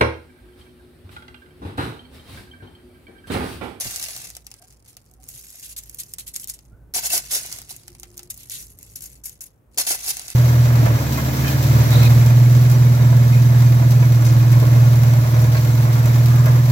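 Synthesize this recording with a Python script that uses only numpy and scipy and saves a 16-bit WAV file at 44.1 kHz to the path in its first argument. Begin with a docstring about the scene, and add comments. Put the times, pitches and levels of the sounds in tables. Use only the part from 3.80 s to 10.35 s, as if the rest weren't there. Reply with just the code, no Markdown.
"""Coarse grit slides and crunches in a cut plastic bottle as a plastic spoon digs in, and is then spread
round a potted plant. Each stroke is a shower of tiny stone collisions: hollow on the bottle wall, thin
on soft soil. Single pebbles and the plastic sheet underneath tick in between. Traffic rumbles beyond
the balcony and a horn sounds far off. Two microphone ports sit close to the hands."""
import sys
import numpy as np
from scipy import signal
from scipy.fft import rfft, irfft, next_fast_len
from scipy.io import wavfile
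from scipy.ndimage import uniform_filter1d

SR = 44100
rng = np.random.default_rng(int(sys.argv[2]) if len(sys.argv) > 2 else 0)


def bounce(signal):
    """Save signal as a 16-bit WAV file at the path given by the first command-line argument."""
    frames = np.transpose(np.atleast_2d(signal))
    limited = np.clip(frames, -1, 1)
    pcm = np.round(limited * 32767).astype(np.int16)
    wavfile.write(sys.argv[1], SR, pcm)


N = 288855
TIME = np.arange(N) / SR
CUTOFF_HZ, CRACK_HZ = 15700, 7800   # top of the mix; centre of a plastic snap

# spoon digs in the bottle: start_s, build_s, ease_s, grit_crest_db, wall_crest_db, wall_pitch_ratio
DIGS = [(0, 0.002, 0.0076, -18.5, -46.5, 0.87), (.226, .002, 0.011, -22, -66, 1.0),
        (3.138, 0.027, 0.026, -14, -37.5, 1.06), (3.223, 0.04, 0.006, -17, -40, 1.02),
        (3.298, 0.048, .036, -11, -35, 1.0), (3.377, 0.0012, 0.0025, -16, -35, 1.06),
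        (3.506, 0.04, 0.033, -12.5, -42, .88), (3.89, 0.01, 0.013, -27.5, -54, 1.06),
        (5.975, 0.0086, 0.029, -11, -39, 1.1), (6.066, 0.0039, 0.021, -15, -39, 1.003),
        (6.085, 0.0203, 0.05, -14, -39.5, 0.94), (6.232, 0.068, 0.0074, -15, -44.5, 1.1)]
# spoon strokes in the pot: start_s, end_s, level_db, crunch_offset_db
SPREADS = [(1.074, 1.108, -48, -2.5), (1.482, 1.5, -35, -23), (1.537, 1.593, -37.5, -6),
           (1.826, 1.866, -32.5, -4.5), (1.89, 1.925, -35, -5), (1.963, 1.985, -27.5, -6.5),
           (2.186, 2.209, -24.5, -8), (2.383, 2.402, -26, -6.5), (2.465, 2.485, -28.5, -8),
           (2.537, 2.55, -30.5, -9), (2.555, 2.568, -26.5, -14), (2.59, 2.619, -36, -13),
           (2.629, 2.638, -37, 0.5), (2.678, 2.694, -32.5, -4.5), (2.692, 2.698, -24.5, -8.5),
           (2.737, 2.749, -37.5, -3), (4.501, 4.504, -24.5, -12.5), (4.575, 4.632, -41.5, -0.5),
           (4.701, 4.728, -33, 1), (4.716, 4.765, -28, -2), (4.77, 4.819, -33, -13),
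           (5.156, 5.161, -23, -16.5), (5.218, 5.26, -32.5, -20), (5.437, 5.456, -35.5, -16),
           (5.454, 5.481, -30.5, -30), (5.605, 5.633, -32, -23), (5.656, 5.665, -37.5, -17)]
# EQ of a bright snap: ratio_to_centre, gain_db
SNAP_EQ = [(.05, -52.5), (.2, -10), (.4, -10), (.65, 3.5), (1, 2.5), (1.35, 3), (1.8, -5.5)]
# EQ of the dull plastic knock under it: freq_hz, gain_db
KNOCK_EQ = [(150, -21.5), (450, -7), (780, -8.5), (1250, -2), (1700, -6), (2100, -3), (2700, -7.5),
            (5000, -15.5)]


def from_db(db):
    """Decibels to gain."""
    return 10 ** (np.asarray(db) / 20)


def rms_one(x):
    """Scale to rms 1."""
    return x / np.sqrt(np.mean(x ** 2) + 1e-20)


def add(out, start_s, sound):
    """Mix a sound in at its start time."""
    i = max(int(start_s * SR), 0)
    out[..., i:i + sound.shape[-1]] += sound[..., :max(N - i, 0)]


def colour(x, eq):
    """Minimum-phase EQ from (freq_hz, gain_db) rows; white noise keeps its power below the cut-off."""
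    size = 2 * next_fast_len(x.shape[-1] // 2 + 2048)
    hz, db = np.transpose(eq)
    bins_hz = np.arange(size // 2 + 1) * SR / size
    gain = from_db(np.interp(np.log(bins_hz + 1), np.log(hz), db))
    gain /= np.sqrt(np.mean(gain ** 2 * (bins_hz < CUTOFF_HZ)))
    cepstrum = irfft(np.log(gain))
    cepstrum[1:size // 2] *= 2
    cepstrum[size // 2 + 1:] = 0
    return irfft(rfft(x, size) * np.exp(rfft(cepstrum)))[..., :x.shape[-1]]


def resonance(x, hz, width_hz):
    """Two-pole resonance with unity gain at its peak."""
    r = np.exp(-np.pi * width_hz / SR)
    feedback = [1, -2 * r * np.cos(2 * np.pi * hz / SR), r * r]
    return signal.lfilter(np.array([1, 0, -1]) * (1 - r * r) / 2, feedback, x + 1e-18)


def drift(per_s):
    """Random modulation at rms 1, gliding to per_s new values a second."""
    return rms_one(np.interp(TIME * per_s, np.arange(N), rng.standard_normal(N)))


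def dying_noise(t60_s, size):
    """Decaying stereo noise burst, about unit energy a side."""
    tail = rng.standard_normal((2, size)) * from_db(-60 * np.arange(size) / SR / t60_s)
    return rms_one(tail) / np.sqrt(size)


def at_ports(x, lag_samples=7):
    """Mono to stereo: the sound reaches the right port first."""
    return np.array([np.pad(x, (lag_samples, 0))[:len(x)], x])


def strokes(rows, rise_s, settle_t60_s, sag_db_per_s=0):
    """Envelope from (start_s, end_s, level_db) rows; where they overlap the strongest wins."""
    force = np.zeros(N)
    for start, end, db in rows:
        span = slice(max(int((start - rise_s) * SR), 0), int((end + 2 * settle_t60_s) * SR))
        t = TIME[span]
        attack = np.clip((t - start) / rise_s + .5, 0, 1)
        held_db = db - sag_db_per_s * (t - start) - 60 * np.maximum(t - end, 0) / settle_t60_s
        force[span] = np.maximum(force[span], attack * from_db(held_db))
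    return force


def digging(rise_s, settle_t60_s, on_wall=False, build_db_per_s=190.5, ease_db_per_s=155):
    """Force of the spoon on grit or wall: resistance builds to a crest, then gives way."""
    build, ease = [], []
    for start, build_s, ease_s, grit_db, wall_db, _ in DIGS:
        crest_s = start + build_s
        crest_db = wall_db if on_wall else grit_db
        build.append((start, crest_s, crest_db - build_db_per_s * build_s))
        ease.append((crest_s, crest_s + ease_s, crest_db))
    return np.maximum(strokes(build, rise_s, settle_t60_s, -build_db_per_s),
                      strokes(ease, rise_s, settle_t60_s, ease_db_per_s))


def sliding():
    """Flow of loose grit down the tilted bottle, slowly losing pace."""
    # slides: start_s, end_s, opening_level_db
    slides = [(0, .46, -26.5), (3.17, 3.5, -32.5), (3.495, 3.77, -30), (3.88, 3.95, -41), (6.0, 6.3, -29.5),
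              (6.31, 6.55, -33)]
    return strokes(slides, rise_s=.042, settle_t60_s=.36, sag_db_per_s=19)


def slipping(force, slips_per_s, depth_db):
    """Grit jams and gives way in small avalanches."""
    return force * rms_one(from_db(depth_db * np.clip(drift(slips_per_s), -2, 2)))


def collisions(force, peak_per_s, spread_db, even_s):
    """Clicks of uneven size; more force sets more stones moving."""
    rate = peak_per_s * np.sqrt(force / force.max())
    sizes = from_db(spread_db * np.minimum(rng.exponential(1, N), 4)) * rng.choice([-1, 1], N)
    clicks = sizes * (rng.random(N) < rate / SR)
    # the collisions within each window of even_s share the work of the force
    power = uniform_filter1d(clicks ** 2, int(even_s * SR) + 1)
    return clicks * force / np.sqrt(np.maximum(power, 1 / (even_s * SR)))


def contact(crack_t60_s, scatter_t60_s, scatter_db, scatter_hz=2200):
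    """One collision: a direct crack, with treble scattered by the things around."""
    direct = at_ports(dying_noise(crack_t60_s, size=2048)[0])
    highpass = signal.butter(2, scatter_hz, "high", fs=SR, output="sos")
    scatter = signal.sosfilt(highpass, dying_noise(scatter_t60_s, size=2048))
    return (direct + from_db(scatter_db) * scatter) / np.hypot(1, from_db(scatter_db))


def stone(hz, scatter_db, ring_db=12):
    """A struck stone cracks and rings briefly at its own pitch."""
    hit = contact(.0025, .016, scatter_db)
    hit = hit + from_db(ring_db) * resonance(hit, hz, width_hz=260)
    return hit / np.sqrt(np.sum(hit ** 2) / 2)


def grit(clicks, scatter_db, low_hz=2300, high_hz=14000, count=110, in_play=40, new_per_s=90):
    """Each click strikes one of the stones in play, big and low or small and high; the pool rotates."""
    out = np.zeros((2, N))
    smallness = (rng.random() + np.arange(count) * (np.sqrt(5) - 1) / 2) % 1   # well-mixed sizes
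    stones = [stone(hz, scatter_db)[:, :512] for hz in low_hz + (high_hz - low_hz) * smallness]
    struck = (rng.integers(0, in_play, N) + (new_per_s * TIME).astype(int)) % count
    for i in np.flatnonzero(clicks):
        add(out, TIME[i], clicks[i] * stones[struck[i]])
    return out


def near_echoes(x, wander=.029, moves_per_s=3):
    """Early reflections off rim, bottles and tray; the paths change as the spoon moves."""
    # reflections: left_delay_s, right_delay_s, gain_db
    reflections = [(.0011, 0.0015, -15), (.0026, 0.0019, -9.5), (.0041, .0047, -7.5)]
    out = x.copy()
    for *delays_s, db in reflections:
        stretch = 1 + wander * drift(moves_per_s)
        echo = [np.interp(TIME - delay * stretch, TIME, side) for delay, side in zip(delays_s, x)]
        out += from_db(db) * np.array(echo)
    return out


def wall(knocks, pitch, uneven_db=4):
    """The hollow bottle rings; each knock favours other modes, and neighbours swing in antiphase."""
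    # bottle resonances: pitch_hz, width_hz, gain_db
    modes = [(360, 62, -5.5), (476, 30, -4), (676, 77, 2), (791, 71, -1), (884, 45, -3), (1240, 22, -9.5),
             (1477, 45, -1.5), (1750, 29, -5.5), (2166, 100, 1)]
    favour = from_db(uneven_db * rng.uniform(-1.1, 1, (len(modes), len(knocks))))
    return sum((-1) ** k * from_db(db) * resonance(knocks * favour[k], hz * pitch, width_hz)
               for k, (hz, width_hz, db) in enumerate(modes))


def wall_knocks(slide):
    """Bigger stones knock on the bottle wall, whose pitch changes with the grip from dig to dig."""
    # single hard accents: start_s, level_db, wall_pitch_ratio
    hard_knocks = [(3.166, -17, 0.67), (3.182, -8.5, 1.15), (3.338, -7, 1.03), (3.37, -18, 0.88),
                   (3.65, -18.5, 1.1), (5.998, -11, 0.82), (6.106, -4.5, 0.97), (6.146, -12, 1.14)]
    force = digging(rise_s=.0063, settle_t60_s=.054, on_wall=True)
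    dig_knocks = collisions(force, peak_per_s=330, spread_db=1, even_s=.018)
    slide_knocks = collisions(slide, peak_per_s=180, spread_db=1.5, even_s=.033)
    out = wall(from_db(-23.5) * slide_knocks, pitch=.96)
    bounds = [int(dig[0] * SR) for dig in DIGS] + [N]
    for (start, *_, pitch), first, last in zip(DIGS, bounds, bounds[1:]):
        add(out, start, wall(np.pad(dig_knocks[first:last], (0, 2048)), pitch))
    for start, db, pitch in hard_knocks:
        add(out, start, from_db(db) * wall(signal.unit_impulse(4096), pitch, uneven_db=2))
    return out


def bottle():
    """Dense crunch of digging and looser, duller sliding, over the hollow knocking of the wall."""
    # grit against thin plastic: freq_hz, gain_db
    bottle_eq = [(100, -29), (280, -9), (500, -10.5), (1050, -6.5), (2200, -5), (3300, -6.5), (5300, 1.5),
                 (6900, 2), (8500, -0.5), (9600, 1.5), (10650, 7.5), (11800, 1.5), (13000, -1.5),
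                 (15500, -3.5)]
    # duller tone of loose grit: freq_hz, gain_db
    slide_eq = [(400, -0.5), (1800, 5.5), (3500, 2), (7000, -0.5), (11000, -4), (15500, -2.5)]
    dig, slide = digging(rise_s=.0021, settle_t60_s=.07), sliding()
    jerky_dig = slipping(dig, slips_per_s=260, depth_db=2)
    crunch = collisions(jerky_dig, peak_per_s=2800, spread_db=2.5, even_s=.004)
    jerky_slide = slipping(slide, slips_per_s=180, depth_db=1.65)
    rattle = collisions(jerky_slide, peak_per_s=2400, spread_db=2.5, even_s=.02)
    loose = colour(grit(from_db(-6) * rattle, scatter_db=5), slide_eq)
    stones = colour(grit(from_db(-8) * crunch, scatter_db=2.5) + loose, bottle_eq)
    wall_gain = from_db([[12.8], [17]])   # the bottle stands to the right
    return near_echoes(stones) + wall_gain * at_ports(wall_knocks(slide))


def street():
    """A bed of near-mono traffic rumble and wavering engine drone, with faint, wide air."""
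    # traffic rumble: freq_hz, gain_db
    rumble_eq = [(20, -52.5), (35, -6.5), (46, -3), (70, -3), (115, 4), (190, -7.5), (300, -10.5),
                 (500, -17), (800, -27), (1500, -36), (3000, -50.5), (8000, -46), (15500, -43.5)]
    # swell of the traffic: time_s, level_db
    swells = [(0, -49.5), (1.1, -58), (1.5, -53), (1.75, -59.5), (2.05, -53.5), (2.84, -54), (2.96, -49),
              (3.6, -51), (4.3, -52), (5.3, -52), (5.7, -57.5), (6.0, -52.5), (6.55, -56.5)]
    air_eq = [(30, -3.5), (120, -8.5), (500, -6), (1500, -16), (5000, -35.5), (15000, -25.5)]
    noise = rng.standard_normal((5, N))
    stereo_width = from_db(-17) * noise[1] * [[1], [-1]]
    rumble = from_db(-3) * colour(noise[0] + stereo_width, rumble_eq)
    engine = resonance(noise[2], hz=56.8, width_hz=6.2)
    drone = from_db(-3.5) * rms_one(resonance(engine, hz=53.9, width_hz=6.2))
    air = from_db(-67) * colour(noise[3:], air_eq)
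    swell = from_db(np.interp(TIME, *np.transpose(swells)))
    return swell * (rumble + drone) + air


def tick(snap_db, knock_db, centre_hz, hollow_hz=780, hollow_t60_s=.04):
    """A bright, dry snap over a dull knock and a short hollow ring of the plastic."""
    t = TIME[:2048]
    snap_hz = centre_hz * rng.normal(1, .07)
    snap = colour(contact(.005, .026, scatter_db=0), [(snap_hz * k, db) for k, db in SNAP_EQ])
    knock = colour(contact(.016, .072, scatter_db=7.5), KNOCK_EQ)
    ring_hz = hollow_hz * rng.normal(1, .073)
    ring = at_ports(np.sin(2 * np.pi * ring_hz * t) * from_db(-60 * t / hollow_t60_s))
    body = from_db(-9.5) * rms_one(knock) + from_db(-20) * rms_one(ring)
    return from_db(snap_db - 17.5) * rms_one(snap) + from_db(knock_db) * body


def scattered(activity, per_s, spread_db=5.5, floor_db=-60):
    """Chance ticks as (start_s, level_db) rows, following the level of the activity that sheds them."""
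    timing, strength = rng.random((int(per_s * N / SR), 2)).T
    starts = (np.arange(len(timing)) + timing) / per_s
    activity_db = 20 * np.log10(np.interp(starts, TIME, activity) + 1e-9)
    levels_db = activity_db + spread_db * (2 * strength - 1)
    return [(start, db) for start, db in zip(starts, levels_db) if db > floor_db]


def ticks(pebble_hz=10100):
    """Single pebbles and plastic cracks; moving grit throws strays and the handled sheet crinkles."""
    # pebbles striking the spoon or each other: start_s, level_db
    pebbles = [(.11, -32), (.252, -27), (.376, -29), (.452, -42), (.493, -35), (1.097, -42), (1.255, -53),
               (1.313, -45), (1.338, -44), (1.44, -38.5), (1.488, -25.5), (1.501, -35), (1.578, -38),
               (1.611, -36), (1.655, -39), (1.703, -33), (1.757, -35), (1.797, -32), (1.915, -45),
               (1.966, -35), (2.036, -32), (2.096, -28), (2.146, -26), (2.187, -31), (2.234, -29),
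               (2.337, -20.5), (2.397, -26), (2.486, -33), (2.556, -25), (2.562, -16), (2.598, -27),
               (2.634, -32), (2.643, -23.5), (2.674, -26), (2.692, -27), (2.698, -20), (2.738, -32),
               (3.267, -20), (3.454, -37), (3.662, -26), (3.926, -31.5), (3.964, -29), (4.198, -31),
               (4.207, -44), (4.371, -32.5), (4.378, -25.5), (4.431, -32), (4.503, -25.5), (4.542, -32.5),
               (4.576, -31), (4.633, -33), (4.698, -23), (4.761, -39), (4.826, -35), (4.868, -36),
               (4.902, -40), (4.988, -33), (5.029, -30), (5.159, -28), (5.207, -29), (5.222, -32),
               (5.24, -27), (5.437, -38), (5.45, -40), (5.457, -21), (5.495, -28), (5.608, -28),
               (5.64, -31.5)]
    # thin plastic of bottle and sheet snapping: start_s, snap_db, knock_db
    cracks = [(0.012, -31, -43), (0.16, -17, -43), (0.227, -21, -44), (.285, -26, -38.5), (.299, -35, -58),
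              (0.364, -22.5, -39.5), (0.502, -28, -48), (0.551, -30.5, -54), (0.567, -25.5, -44),
              (0.667, -27.5, -48), (0.715, -30, -48), (.74, -34.5, -51), (1.168, -32, -48.5),
              (1.745, -50, -49.5), (2.385, -25.5, -50), (2.79, -38.5, -57), (3.378, -11, -48),
              (3.726, -19, -47), (3.787, -26, -46), (3.817, -29.5, -47.5), (4.08, -28.5, -47),
              (4.15, -38.5, -51), (4.232, -28, -40), (4.393, -28, -42), (5.98, -22, -48), (6.304, -15, -39),
              (6.369, -19, -43), (6.376, -27, -50), (6.395, -21.5, -40), (6.481, -23, -47),
              (6.502, -23, -42.5)]
    out = np.zeros((2, N))
    strays = scattered(from_db(-6) * (sliding() + trickling()), per_s=26)
    crinkles = scattered(from_db(-3) * handling(), per_s=34)
    for start, db in list(pebbles) + strays:
        add(out, start, tick(db, knock_db=db - 33, centre_hz=pebble_hz))
    for start, snap_db, knock_db in cracks:
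        add(out, start, tick(snap_db, knock_db, CRACK_HZ))
    for start, db in crinkles:
        add(out, start, tick(db, knock_db=db - 15.5, centre_hz=CRACK_HZ))
    return out


def bumps():
    """Low thuds: bottle and pot bump on the table top, and a hand lets go of the plant; a softer bump has less
    top."""
    # thuds: start_s, peak_db, top_hz
    thuds = [(.054, -34.5, 800), (0.062, -31, 223), (2.929, -42.5, 141.6), (5.972, -40, 406)]
    out = np.zeros(N)
    for start, peak_db, top_hz in thuds:
        thud_eq = [(40, -18), (95, 0), (top_hz, -8), (2 * top_hz, -30), (8000, -70)]
        thud = colour(dying_noise(t60_s=.04, size=8192)[0], thud_eq)
        add(out, start, from_db(peak_db) * thud / np.abs(thud).max())
    return out


def handling():
    """How much the hands disturb the plastic sheet."""
    # hands shifting on the sheet: start_s, end_s, level_db
    shifts = [(.52, .72, -47.5), (.76, .92, -43), (.92, 1.28, -53), (1.04, 1.12, -45.5),
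              (1.31, 1.35, -55.5), (1.41, 1.47, -43.5), (2.8, 2.87, -52.5), (3.78, 4.47, -45.5),
              (5.93, 5.97, -45)]
    return strokes(shifts, rise_s=.046, settle_t60_s=.31)


def sheet():
    """Tiny creases give way in a soft, grainy rustle; the plastic around them answers dully."""
    creases = collisions(from_db(-17.5) * handling(), peak_per_s=330, spread_db=-3, even_s=.04)
    grains = grit(from_db(1.5) * creases, scatter_db=25)
    bright = colour(grains, [(CRACK_HZ * k, db) for k, db in SNAP_EQ])
    knocks = signal.oaconvolve(creases[None], contact(.014, .036, scatter_db=5), axes=1)[:, :N]
    return bright + from_db(-8) * colour(knocks, KNOCK_EQ)


def far_tones():
    """Distant street tones swell softly, waver on their way and die out between the houses."""
    # faint tones, the long one a horn: start_s, end_s, first_hz, last_hz, level_db, waver_ratio
    tones = [(0.733, 0.857, 1603, 1610, -72, .012), (0.806, 0.844, 690, 717, -64, 0.042),
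             (1.304, 1.335, 742, 747, -65, 0.014), (1.39, 1.418, 755, 750, -59, .015),
             (2.918, 2.98, 1340, 1500, -65, 0.04), (2.99, 3.1, 1530, 1490, -75, .035),
             (4.046, 4.52, 351, 356, -57.5, 0.0089)]
    out = np.zeros(N)
    for start, end, first_hz, last_hz, db, waver in tones:
        glide_hz = np.interp(TIME, [start, end], [first_hz, last_hz])
        phase = 2 * np.pi * np.cumsum(glide_hz * (1 + waver * drift(per_s=220))) / SR
        envelope = strokes([(start, end, db)], rise_s=.016, settle_t60_s=.092)
        flutter = from_db(2.7 * drift(per_s=35.03))
        out += envelope * flutter * np.sin(phase)
    return out


def trickling(roll_db=-14.5):
    """Flow of loose grit in the pot: poured from the spoon, or still rolling after a stroke."""
    # steady pours onto the soil: start_s, end_s, level_db
    pours = [(1.49, 1.9, -40), (1.99, 2.33, -45), (4.53, 4.7, -44.5), (4.7, 4.83, -36), (4.83, 4.92, -46),
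             (4.98, 5.13, -45.5), (5.17, 5.35, -44), (5.48, 5.53, -44)]
    poured = strokes(pours, rise_s=.055, settle_t60_s=.21)
    rolling = strokes([row[:3] for row in SPREADS], rise_s=.0084, settle_t60_s=.3)
    return np.maximum(poured, from_db(roll_db) * rolling)


def pot():
    """Grit spreads over soft soil, which gives it no body; deeper strokes crunch the bigger stones."""
    # grit on soil: freq_hz, gain_db
    soil_eq = [(200, -39), (1000, -21), (2000, -11.5), (3500, -20), (5000, -8), (7000, -0.5), (9000, -3.5),
               (11300, 3.5), (13500, -8), (15500, -5.5)]
    # fuller mids of grit running off the spoon: freq_hz, gain_db
    pour_eq = [(1000, 1.5), (2200, 4.5), (3500, 7.5), (5000, 1), (9000, -2), (12000, -2.5)]
    # bigger stones under the spoon: freq_hz, gain_db
    crunch_eq = [(300, -39), (1500, -8), (2900, -1.5), (4200, 1.5), (5600, -9.5), (9000, -10)]
    force = strokes([row[:3] for row in SPREADS], rise_s=.003, settle_t60_s=.065, sag_db_per_s=51)
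    deep_strokes = [(start, end, db + crunch_db) for start, end, db, crunch_db in SPREADS]
    depth = strokes(deep_strokes, rise_s=.0046, settle_t60_s=.084)
    jerky_force = slipping(force, slips_per_s=240, depth_db=3)
    spread = collisions(jerky_force, peak_per_s=2600, spread_db=.5, even_s=.0045)
    trickle = collisions(trickling(), peak_per_s=850, spread_db=2.5, even_s=.028)
    crunch = collisions(depth, peak_per_s=1000, spread_db=-1, even_s=.021)
    poured = colour(grit(from_db(-7) * trickle, scatter_db=2), pour_eq)
    fine = colour(grit(from_db(-7.5) * spread, scatter_db=0) + poured, soil_eq)
    coarse = colour(grit(from_db(-14) * crunch, scatter_db=7.5), crunch_eq)
    return near_echoes(fine + coarse)


def balcony(x, t60_s=.11, wet_db=-15, predelay_samples=200):
    """The house wall and windows add a short, weak tail."""
    tail = colour(dying_noise(t60_s, size=16384), [(200, 6), (3000, 4), (8000, -4), (15000, -14)])
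    tail = np.pad(tail, ((0, 0), (predelay_samples, 0)))
    return x + from_db(wet_db) * signal.oaconvolve(x, tail, axes=1)[:, :N]


def scene():
    """Close handling noises, shifting a little from side to side, over the street."""
    # where the hands work: time_s, left_minus_right_db
    hands_pan = [(0, -0.9), (2.7, -0.5), (3.2, 0.5), (3.7, -1.5), (4.7, 0.5), (5.3, 2), (5.8, 2), (6.05, 0),
                 (6.5, -2)]
    pan_db = np.interp(TIME, *np.transpose(hands_pan))
    close = (bottle() + pot() + sheet() + ticks()) * from_db([pan_db / 2, -pan_db / 2])
    return balcony(close + bumps()) + street() + far_tones()


def record(dry, ceiling=.8):
    """The left port's tone differs from the right's; peaks are soft-clipped and the top is cut."""
    # tone of the left port against the right: freq_hz, left_minus_right_db
    port_balance = [(60, -2.5), (300, 1.5), (700, 2), (2000, 0.5), (3500, -0.5), (5800, 1.5), (6950, 6),
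                    (7600, -2.5), (8400, -2), (9200, -10.5), (10200, 4.5), (11300, -1.5), (14000, 1.5)]
    left = colour(dry[0], [(hz, db / 2) for hz, db in port_balance])
    right = colour(dry[1], [(hz, -db / 2) for hz, db in port_balance])
    rounded = ceiling * np.tanh(np.array([left, right]) / ceiling)
    lowpass = signal.ellip(10, .2, 75, CUTOFF_HZ, fs=SR, output="sos")
    return signal.sosfilt(lowpass, rounded)


dry = scene()
out = record(dry)
bounce(out)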